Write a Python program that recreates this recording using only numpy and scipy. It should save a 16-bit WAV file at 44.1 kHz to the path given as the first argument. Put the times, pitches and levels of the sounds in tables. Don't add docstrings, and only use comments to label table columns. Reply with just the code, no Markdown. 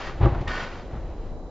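import sys
import numpy as np
from scipy import signal
from scipy.fft import rfft, irfft
from scipy.io import wavfile

SR = 44100
rng = np.random.default_rng(int(sys.argv[2]) if len(sys.argv) > 2 else 0)


def master_out(mix):
    frames = np.transpose(np.atleast_2d(mix))
    ceiling = np.clip(frames, -1, 1)
    pcm = np.round(ceiling * 32767).astype(np.int16)
    wavfile.write(sys.argv[1], SR, pcm)


N = 66150
TIME = np.arange(N) / SR
SIDE = np.array([[1], [-1]])

# frequency in Hz, density in dB.
RUB_SPECTRUM = [(150, -5.5), (400, -1.5), (800, -0.5), (1250, -0.5), (1650, -3.5), (1950, -2), (2120, -7),
                (2900, -10), (3500, -13.5), (5000, -19), (6800, -25), (7500, -30)]


def from_db(db):
    return 10 ** (np.asarray(db) / 20)


def unit_rms(x):
    return x / np.sqrt(np.mean(x ** 2) + 1e-20)


def coloured(x, spectrum):
    hz, db = np.transpose(spectrum)
    bins_hz = np.maximum(np.arange(N // 2 + 1) * SR / N, 1)
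    gain = from_db(np.interp(np.log(bins_hz), np.log(hz), db))
    return unit_rms(irfft(rfft(x) * gain, N))


def noise(spectrum):
    return coloured(rng.standard_normal(N), spectrum)


def drift(rate_hz):
    bins_hz = np.arange(N // 2 + 1) * SR / N
    return unit_rms(irfft(rfft(rng.standard_normal(N)) / (1 + (bins_hz / rate_hz) ** 2), N))


def envelope(start_s, attack_s, hold_s, t60_s):
    age_s = TIME - start_s
    release_s = np.maximum(age_s - attack_s - hold_s, 0)
    return np.clip(age_s / attack_s, 0, 1) * from_db(-60 * release_s / t60_s)


def swells(strokes):
    return sum(from_db(db) * envelope(*timing) for *timing, db in strokes)


def ring(x, hz, t60_s):
    radius = np.exp(-np.log(1000) / (t60_s * SR))
    angle = 2 * np.pi * hz / SR
    return signal.lfilter([0, np.sin(angle)], [1, -2 * radius * np.cos(angle), radius ** 2], x + 1e-18)


def slips(rate_per_s=5000, spread_db=1):
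    sizes = from_db(spread_db * np.minimum(rng.exponential(1, N), 4)) * rng.choice([-1, 1], N)
    return unit_rms(sizes * (rng.random(N) < rate_per_s / SR))


def stutter(depth, rate_hz=32, peak_s=0.482):
    return 1 + depth * np.cos(2 * np.pi * rate_hz * (TIME - peak_s))


def background(hum_db=-41, hiss_db=-62, whine_db=-72, whine_hz=3935):
    # frequency in Hz, density in dB.
    hum_spectrum = [(60, 6), (160, 1), (230, 4), (480, 3), (750, -1.5), (1050, -10.5), (1400, -19.5),
                    (2500, -45), (7500, -73)]
    hiss_spectrum = [(100, 7), (1000, -6), (4000, -1.5), (7500, -4)]
    hum = from_db(hum_db) * noise(hum_spectrum)
    hiss = from_db(hiss_db) * np.array([noise(hiss_spectrum), noise(hiss_spectrum)])
    whine = from_db(whine_db) * np.sqrt(2) * np.sin(2 * np.pi * whine_hz * TIME)
    return hum + hiss + whine


def wind(mid_db=-33.5, side_db=-51, fade_db_per_s=2, lump_db=2.5):
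    # frequency in Hz, density in dB.
    mid_spectrum = [(12, -18.5), (24, 1.5), (42, -1.5), (80, -16.5), (150, -20), (300, -31.5), (1000, -78)]
    side_spectrum = [(12, -16.5), (24, 10.5), (45, -4.5), (90, -28), (250, -26.5), (1000, -48)]
    buffeting = unit_rms(noise(mid_spectrum) * from_db(lump_db * drift(4.9)))
    mid = from_db(mid_db - fade_db_per_s * TIME) * buffeting
    return mid + from_db(side_db) * noise(side_spectrum) * SIDE


def net(level_db=-44.5, fade_db_per_s=13, flutter_db=2):
    rustle = coloured(slips(), RUB_SPECTRUM)
    return rustle * from_db(level_db - fade_db_per_s * TIME + flutter_db * drift(5))


def frame_rattles(low_hz=690):
    # start in seconds, level in dB, upper band edge in Hz.
    bursts = [(0.214, -36.5, 1300), (0.254, -29, 1254), (0.345, -30.5, 1300), (0.409, -48, 3900),
              (0.475, -34, 2860), (0.713, -48, 2800), (0.753, -48.5, 2800), (0.794, -44.5, 2200),
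              (0.968, -46, 1590)]
    out = 0
    for start_s, db, top_hz in bursts:
        band = signal.butter(2, [low_hz, top_hz], "band", fs=SR, output="sos")
        chatter = unit_rms(signal.sosfilt(band, slips()))
        out += from_db(db) * chatter * envelope(start_s, attack_s=0.0032, hold_s=0.0017, t60_s=0.07)
    return out


def frame_knocks():
    # time in seconds, level in dB.
    knocks = [(0.231, -32), (0.2585, -17.5), (0.345, -44)]
    # frequency in Hz, gain in dB, t60 in seconds.
    tube_modes = [(349, -0.5, 0.17), (475.4, -14.5, 0.29), (545, -6, .15), (609, -11, .08),
                  (811.5, -8.5, 0.23), (1153, -15, 0.16), (1122, -10, .1)]
    blows = sum(from_db(db) * (np.arange(N) == int(at_s * SR)) for at_s, db in knocks)
    return sum(from_db(db) * ring(blows, hz, t60_s) for hz, db, t60_s in tube_modes)


def spring_squeaks(wander_hz=14, rough_db=2.5):
    # start, attack, hold and t60 in seconds, pitch in Hz, level in dB.
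    squeaks = [(0.044, 0.026, 0.015, 0.073, 1882, -41.5), (0.469, .004, 0.1, 0.42, 1830, -39),
               (0.483, 0.0092, 0.078, 0.6, 1482, -38)]
    out = 0
    for *timing, hz, db in squeaks:
        phase = 2 * np.pi * np.cumsum(hz + wander_hz * drift(70)) / SR
        tone = unit_rms(np.sin(phase) * from_db(rough_db * drift(62)))
        out += from_db(db) * envelope(*timing) * tone
    return out * stutter(depth=0.3)


def spring_rasps(side_db=-21):
    # start, attack, hold and t60 in seconds, level in dB.
    strokes = [(-0.02, 0.011, 0.099, 0.25, -36.5), (0.474, 0.0026, 0.15, 0.45, -33.5),
               (0.70, 0.027, 0.069, 0.55, -50), (1.165, 0.013, 0.088, 0.42, -58)]
    # frequency in Hz, bandwidth in Hz, level in dB.
    coil_modes = [(812, 90, -17.5), (1140, 160, -10.5), (2275, 51, -17), (2800, 39, -19), (3167, 37, -18),
                  (3670, 25, -22.5), (4290, 68, -24), (4654, 70, -22.5), (5030, 50, -24.5), (5670, 50, -27)]
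    # frequency in Hz, density in dB.
    side_spectrum = [(300, -34), (1500, -24.5), (2500, 0), (4000, 7), (6000, 4), (7500, -3.5)]
    coils = 0
    for hz, width_hz, db in coil_modes:
        t60_s = np.log(1000) / (np.pi * width_hz)
        coils += from_db(db) * unit_rms(ring(slips(), hz, t60_s))
    side = from_db(side_db) * coloured(slips(), side_spectrum) * SIDE
    grains = coloured(slips(), RUB_SPECTRUM)
    return swells(strokes) * stutter(depth=0.05) * (grains + coils + side)


def mat_billows():
    # start, attack, hold and t60 in seconds, level in dB.
    puffs = [(0.200, 0.011, 0.029, 0.14, -20.5), (0.46, 0.011, 0.1, 0.18, -42), (0.91, .03, .17, 0.14, -39)]
    # frequency in Hz, density in dB.
    puff_spectrum = [(15, -19), (36, -4.5), (65, 11), (110, -3), (170, -23), (400, -71)]
    return noise(puff_spectrum) * swells(puffs)


def mat_gusts():
    # start, attack, hold and t60 in seconds, level in dB.
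    gusts = [(0.195, 0.041, 0.013, 0.2, -20), (0.269, .02, 0.12, 0.85, -32.5),
             (0.896, 0.019, 0.053, 0.28, -39.5)]
    # frequency in Hz, density in dB.
    gust_spectrum = [(30, -0.5), (110, 5), (165, -1.5), (230, -9), (345, 2.5), (430, -8.5), (820, -5.5),
                     (1200, -16), (2000, -23.5), (4000, -36), (7500, -70)]
    return noise(gust_spectrum) * swells(gusts)


def mat_thumps():
    # centre in seconds, level in dB, contact time in seconds.
    jolts = [(0.213, -14.5, 0.0056), (0.2327, -7, 0.0036), (0.25, -8.5, .003), (0.267, -12.5, 0.0024),
             (0.324, -22, 0.0024), (0.361, -24.5, 0.0023), (0.411, -25.5, 0.0019), (0.476, -26, 0.0035),
             (0.625, -39, 0.0013), (0.934, -27, 0.0047), (0.961, -32, 0.0028), (0.979, -26, 0.0035),
             (1.073, -35, 0.0054)]
    # frequency in Hz, gain in dB, t60 in seconds.
    mat_modes = [(54.1, -4.5, 0.17), (79.9, -0.5, 0.13), (95.6, -0.5, 0.1), (118, -1, 0.11)]
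    force = 0
    for centre_s, db, contact_s in jolts:
        pulse = np.exp(-2 * ((TIME - centre_s) / contact_s) ** 2)
        force += from_db(db) * pulse / pulse.sum()
    out = 0
    for hz, db, t60_s in mat_modes:
        velocity = np.gradient(ring(force, hz, t60_s)) * SR
        out += from_db(db) * velocity / (2 * np.pi * hz)
    return out


def scene(bass_pan_db=0.73, body_pan_db=0.2, background_pan_db=-0.6):
    bass = (mat_thumps() + mat_billows() + wind()) * from_db(bass_pan_db * SIDE)
    body = (mat_gusts() + frame_knocks()) * from_db(body_pan_db * SIDE)
    friction = spring_rasps() + spring_squeaks() + frame_rattles() + net()
    return bass + body + friction + background() * from_db(background_pan_db * SIDE)


def record(dry, cutoff_hz=7400):
    return signal.sosfilt(signal.ellip(10, 0.3, 80, cutoff_hz, fs=SR, output="sos"), dry)


dry = scene()
out = record(dry)
master_out(out)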